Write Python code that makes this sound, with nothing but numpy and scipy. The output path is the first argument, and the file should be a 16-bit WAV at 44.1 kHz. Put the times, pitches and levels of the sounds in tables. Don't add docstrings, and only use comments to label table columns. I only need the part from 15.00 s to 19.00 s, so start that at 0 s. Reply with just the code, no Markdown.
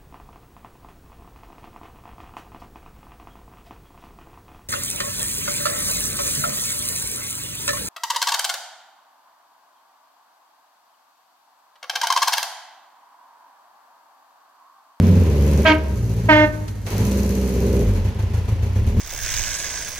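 import sys
import numpy as np
from scipy import signal
from scipy.fft import rfft, irfft
from scipy.io import wavfile
from scipy.ndimage import uniform_filter1d

SR = 44100
rng = np.random.default_rng(int(sys.argv[2]) if len(sys.argv) > 2 else 0)


def output_pcm(signal):
    pcm = np.clip(np.atleast_2d(signal).T, -1, 1) * 32767
    wavfile.write(sys.argv[1], SR, np.round(pcm).astype(np.int16))


N = 176400
T = np.arange(N) / SR

# time in seconds, firings per second.
SPEED = [(0, 90.6), (.17, 92.4), (.3, 73), (.6, 72), (.72, 82), (.8, 75), (.98, 58.6), (1.45, 54.2),
         (1.98, 52), (2.09, 66.9), (2.33, 66.5), (2.53, 62.3), (2.75, 64.6), (2.84, 54), (2.92, 47),
         (3.0, 42), (3.09, 27.5), (3.15, 26), (3.28, 27.8), (3.62, 27.7), (3.82, 36), (4, 44)]
# time in seconds, clatter in dB, hiss in dB.
TREBLE = [(0, -36, -46.5), (.3, -38, -45), (.62, -36.5, -40.5), (.8, -40, -54.5), (1.0, -48.5, -46.5),
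          (1.28, -42.5, -47), (1.55, -46, -50), (1.85, -62, -53.5), (1.87, -35, -39.5), (2.0, -35.5, -37.5),
          (2.3, -39.5, -40), (2.8, -39, -42.5), (3.0, -41, -47), (3.2, -42, -51), (3.36, -41.5, -48.5),
          (3.6, -42.5, -50), (4, -41.5, -47.5)]
IDLE_HZ, PULL_HZ = 27.1, 62.5
HISS_LIKENESS = 0.0509


def crank():
    count = np.cumsum(curve(SPEED)) / SR
    zero_s = 3.334
    return count - np.interp(zero_s, T, count)


def firings():
    # relative thump in dB, its delay in seconds, relative hiss in dB.
    cylinders = [(1.5, 0, 10.5), (0.16, .0007, 6.5), (-1.5, .0003, 1.5), (-2, -.0006, 2.5)]
    count = crank()
    index = np.arange(np.ceil(count[0]), count[-1]).astype(int)
    times = np.interp(index, count, T)
    thump_db, delay, hiss_db = np.array(cylinders)[index % len(cylinders)].T
    rate = np.interp(times, T, curve(SPEED))
    lope = np.interp(rate, [IDLE_HZ, PULL_HZ], [2.02, 1])
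    late, loud, spit, snap = rng.standard_normal((1024, 4))[index].T
    jitter_s = .00016 * lope ** 2 * late
    thumps = clicks(times + delay + jitter_s, from_db(lope * (thump_db + loud)))
    spits = clicks(times, from_db(np.sqrt(lope) * hiss_db + 1.8 * spit))
    taps = clicks(times, from_db(hiss_db + 3 * snap) / lope ** 2)
    return thumps, spits, taps


def exhaust(thumps):
    # frequency in Hz, width in Hz, relative gain in dB.
    bass_modes = [(63.8, 34.7, 1.5), (95.9, 24, 7.5), (121.7, 29.3, -4.5)]
    middle_modes = [(159.9, 18, -3.5), (180.2, 28.3, -2.5), (202, 29, -0.5), (242, 43.3, -9.5)]
    bark_modes = [(300, 46.5, -3.5), (396, 62.4, 2), (454.5, 81.5, 0.5), (503.2, 49.4, 0),
                  (573.6, 52, -6.5)]
    # time in seconds, level in dB.
    bass_levels = [(0, -14.5), (.17, -14.5), (.3, -15), (.6, -16.5), (.67, -21.5), (.8, -21.5),
                   (.98, -22.5), (1.45, -25.5), (1.619, -29), (1.86, -30.5), (2.0, -21), (2.5, -22.5),
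                   (2.8, -17.5), (2.97, -22), (3.099, -19), (3.135, -27), (3.2, -21), (3.4, -19),
                   (3.65, -20), (4, -17)]
    middle_levels = [(0, -14), (.16, -16), (.3, -28), (.62, -21), (.75, -34.5), (1.3, -31), (1.8, -44.5),
                     (2.019, -23.5), (2.5, -27.5), (2.8, -25), (3.2, -37), (3.7, -38), (4, -23.5)]
    bark_levels = [(0, -27.5), (.62, -26.5), (0.899, -38.5), (1.299, -36), (1.84, -54), (1.88, -36),
                   (2.05, -29.5), (2.5, -30.5), (2.649, -26), (2.8, -22.5), (2.88, -31.5), (3.15, -40.5),
                   (3.7, -40.5), (4, -34.5)]
    roughness = np.interp(curve(SPEED), [IDLE_HZ, PULL_HZ], [2.5, 1])
    puffs = run_in(roughness * rms_one(die_away(thumps, seconds=0.034) * rng.standard_normal(N)))
    beats = run_in(rms_one(thumps))
    bass = butter(butter(pipe(beats + 0.25 * puffs, bass_modes), 28.0, "high"), 165, "low")
    middle = butter(pipe(beats + 0.59 * puffs, middle_modes), [130, 300], "band")
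    bark = butter(pipe(beats + 0.8 * puffs, bark_modes), [270, 640], "band")
    bass = even(bass[-N:]) * from_db(curve(bass_levels))
    middle = even(middle[-N:]) * from_db(curve(middle_levels))
    bark = even(bark[-N:]) * from_db(curve(bark_levels))
    return bass + (middle + bark) * from_db([[-.5], [.5]])


def engine_hum():
    # start and end in seconds, multiple of the firing rate, level in dB.
    tones = [(-.1, 0.21, 2.25, -24), (0.298, 0.63, 2, -23.5), (0.99, 1.476, 2, -25), (1.01, 1.3, 3, -32.5),
             (1.5, 1.96, 2, -43), (1.962, 2.056, 2, -24), (2.03, 2.808, 3, -34), (2.09, 2.837, 6.25, -36),
             (2.844, 3.04, 1, -22), (3.79, 4.099, 1, -26.5)]
    count, out, fade_s = crank(), 0, 0.061
    for start, end, multiple, db in tones:
        gate = np.clip(np.minimum(T - start, end - T) / fade_s + .5, 0, 1)
        out = out + from_db(db) * gate * np.sqrt(2) * np.cos(2 * np.pi * multiple * count)
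    return out


def clatter_and_hiss(spits):
    # frequency in Hz, relative level in dB.
    clatter_spectrum = [(380, -24), (650, -3.5), (711, -4.5), (1030, -4.5), (1150, -11.5), (2510, -11),
                        (3470, -17), (4500, -20), (5850, -21.5), (9900, -120)]
    hiss_spectrum = [(2060, -23), (3500, -19.5), (4140, 0.5), (5280, -7), (6170, 3), (8110, -8.5),
                     (11400, -4.5), (15000, -9)]
    puff_s, swell_s = 0.014, 0.01
    puff = rms_one(die_away(die_away(spits, puff_s), swell_s))
    clatter = even(0.55 + 0.48 * puff) * noise(clatter_spectrum, likeness=0.21)
    hiss = 0.93 * even(0.3 + 0.88 * puff) * noise(hiss_spectrum, HISS_LIKENESS)
    return clatter * from_db(curve(TREBLE)) + hiss * from_db(curve(TREBLE, column=2))


def valves(taps):
    # frequency in Hz, relative level in dB.
    tick_spectrum = [(2500, -26), (6200, 1.5), (8300, -12.5), (11500, -3), (15000, -6)]
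    ticks = die_away(taps, seconds=0.0021) * noise(tick_spectrum, HISS_LIKENESS)
    return from_db(2 + curve(TREBLE, column=2)) * ticks


def horn():
    # start and length in seconds, gain in dB, starting and settled pitch in Hz,
    # settling time in seconds, leftward pan in dB, left lag in seconds, the fundamental's rise
    # and ring in seconds, relative rasp in dB.
    toots = [(.648, 0.072, -11, 319.3, 306, 0.0538, 0, .00005, 0.053, 0.03, -13),
             (1.284, 0.162, -12, 321.3, 304.4, 0.0153, 0.5, -.0002, 0.014, 0.0056, -23.5)]
    partials = [(9.5, 5.5), (5.5, 4.5), (-4.5, 0), (-9, -8.5), (-3.5, -2.5), (-10, -2.5), (-8.5, -2.5),
                (-12, -15), (-15, -15.5), (-9.5, -15), (-20.5, -17), (-22.5, -24)]
    fall_db = [1.26, 1.5]
    # frequency in Hz, width in Hz, relative gain in dB.
    flare_modes = [(950, 31, 10), (1600, 210, -5.5), (2350, 420, 1)]
    # frequency in Hz, left minus right in dB.
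    balance = [(300, -2), (600, 1.5), (900, -3), (1600, -7.5), (2200, -11), (2800, -0.5), (7000, -13.5)]
    attack_s, treble_lag_s, rasp_attack_s, release_s = 0.0041, 0.00095, 0.014, 0.011
    jitter, dispersion, flutter_hz = 0.0039, .23, 54
    multiples = np.arange(1, 24)
    listed = np.minimum(multiples, len(partials))
    out, left_right = np.zeros((2, N)), np.array([[.5], [-.5]])
    for i, toot in enumerate(toots):
        start, length, db, start_hz, end_hz, settle_s, pan_db, lag_s, bass_rise_s, ring_s, rasp_db = toot
        on = (T >= start) & (T < start + length + .2)
        age = T[on] - start
        after = np.maximum(age - length, 0)
        waver = rms_one(butter(rng.standard_normal(N), 120, "low"))[on]
        rasp = rms_one(butter(pipe(rng.standard_normal((2, N)), flare_modes), 3760, "low"))[:, on]
        hz = end_hz + (start_hz - end_hz) * np.exp(-(age / settle_s) ** 2 / 2)
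        phase = 2 * np.pi * np.cumsum(hz * (1 + jitter * waver)) / SR
        flutters = rms_one(butter(rng.standard_normal((len(multiples), SR)), flutter_hz, "low"))
        gains = from_db(np.array(partials)[listed - 1, i] - fall_db[i] * (multiples - listed))
        gains *= from_db(db) * np.sqrt(2 / np.sum(gains ** 2))
        kick = from_db(7.5 * np.exp(-(age / 0.071) ** 2))
        slam = from_db(5.5 * np.exp(-(age / 0.016) ** 2))
        for k, gain, flutter in zip(multiples, gains, flutters[:, -len(age):]):
            rise_s = bass_rise_s if k == 1 else attack_s + treble_lag_s * k
            envelope = (1 - np.exp(-(age / rise_s) ** 2)) * np.exp(-after / (release_s + ring_s / k ** 3))
            envelope *= kick if k > 2 else slam
            envelope *= 1 + min(0.044 * k, .5) * flutter
            sides = from_db((pan_db + at_hz(balance, k * end_hz)) * left_right)
            lag = 2 * np.pi * k * end_hz * lag_s * left_right / (1 + (k / 10) ** 2)
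            angle = 2 * np.pi * end_hz * age if k == 1 else k * phase - dispersion * k ** 2
            out[:, on] += gain * envelope * sides / sides.mean() * np.cos(angle - lag)
        gate = (1 - np.exp(-age / rasp_attack_s)) * np.exp(-after / release_s)
        out[:, on] += from_db(db + rasp_db) * gate * kick * (1 + np.cos(phase)) * rasp
    return out


def tyres():
    grains_per_s, spread_db = 120, 7
    grains = (rng.random(N) < grains_per_s / SR) * from_db(spread_db * np.minimum(rng.exponential(1, N), 3.5))
    cracks = die_away(grains, seconds=0.0016) * rng.standard_normal((2, N))
    grit = rms_one(butter(cracks, [2000, 13000], "band"))
    nearness = rms_one(from_db(curve(TREBLE, column=2)))
    return from_db(-54) * nearness * grit


def sharp_ticks():
    # time in seconds, gain in dB.
    ticks = [(1.681, -30.5), (1.865, -30)]
    times, db = np.transpose(ticks)
    bursts = die_away(clicks(times, from_db(db)), seconds=0.011) * rng.standard_normal((2, N))
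    return butter(bursts, [500, 7000], "band")


def yard(x):
    # delay in seconds, left and right gain in dB, treble cut in Hz.
    echoes = [(0.02, -15, -13.5, 5200), (0.031, -17, -11.5, 5200), (.058, -13.5, -17, 2500),
              (0.099, -19, -22, 1600), (.2, -26, -30, 900)]
    t, t60_s = T[:SR], 1
    tail = butter(rng.standard_normal((2, SR)), 1480, "low") * from_db(-60 * t / t60_s) * (t > .008)
    response = from_db(-16) * tail / np.sqrt(np.sum(from_db(-120 * t / t60_s)))
    for delay, left_db, right_db, cut_hz in echoes:
        echo = butter(signal.unit_impulse(SR, int(delay * SR)), cut_hz, "low")
        response += from_db([[left_db], [right_db]]) * echo
    return signal.fftconvolve(x, response, axes=1)[:, :N]


def outdoor_air():
    # frequency in Hz, relative level in dB.
    air_spectrum = [(25, -13), (60, 1), (200, -9.5), (600, -23.5), (2000, -29), (8000, -42.5), (16000, -68)]
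    return from_db(-39.5) * noise(air_spectrum, likeness=0.84)


def from_db(db):
    return 10 ** (np.asarray(db) / 20)


def rms_one(x):
    return x / np.sqrt(np.mean(x ** 2) + 1e-20)


def curve(rows, column=1):
    rows = np.array(rows)
    return np.interp(T, rows[:, 0], rows[:, column])


def at_hz(points, hz):
    points = np.array(points)
    return np.interp(np.log(hz + 1e-9), np.log(points[:, 0]), points[:, 1])


def butter(x, hz, kind):
    return signal.sosfilt(signal.butter(2, hz, kind, fs=SR, output="sos"), x + 1e-18)


def noise(spectrum, likeness):
    mid, side = rng.standard_normal((2, N))
    both = np.sqrt(1 + likeness) * mid + np.sqrt(1 - likeness) * side * [[1], [-1]]
    colour = from_db(at_hz(spectrum, np.arange(N // 2 + 1) * SR / N))
    return rms_one(irfft(rfft(both) * colour, N))


def clicks(times, gains):
    out, inside = np.zeros(N), (times >= 0) & (times < T[-1])
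    np.add.at(out, (times[inside] * SR).astype(int), gains[inside])
    return out


def die_away(x, seconds):
    return signal.lfilter([1], [1, -np.exp(-1 / (seconds * SR))], x + 1e-18)


def even(x):
    cycle = int(4 * SR / IDLE_HZ)
    return x / np.sqrt(uniform_filter1d(x ** 2, cycle, mode="reflect") + 1e-14)


def pipe(x, modes):
    out = 0
    for k, (hz, width, db) in enumerate(modes):
        r = np.exp(-np.pi * width / SR)
        feedback = [1, -2 * r * np.cos(2 * np.pi * hz / SR), r * r]
        out = out + (-1) ** k * from_db(db) * signal.lfilter([1 - r, 0, r - 1], feedback, x + 1e-18)
    return out


def run_in(x):
    cycle = int(4 * SR / SPEED[0][1])
    return np.concatenate([np.tile(x[:cycle], 4), x])


def lag_left(x, seconds):
    return np.array([np.interp(T - seconds, T, x[0]), x[1]])


def scene():
    thumps, spits, taps = firings()
    low_end = lag_left(exhaust(thumps) + engine_hum(), seconds=0.00013)
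    engine = low_end + clatter_and_hiss(spits) + valves(taps)
    toots = horn()
    return engine + toots + tyres() + sharp_ticks() + yard(toots + from_db(-6.0) * engine) + outdoor_air()


def record(dry):
    rounded = dry / (1 + np.abs(dry) ** 6) ** (1 / 6)
    stop_hz = 16500
    return signal.sosfilt(signal.cheby2(12, 70, stop_hz, fs=SR, output="sos"), rounded)


dry = scene()
out = record(dry)
output_pcm(out)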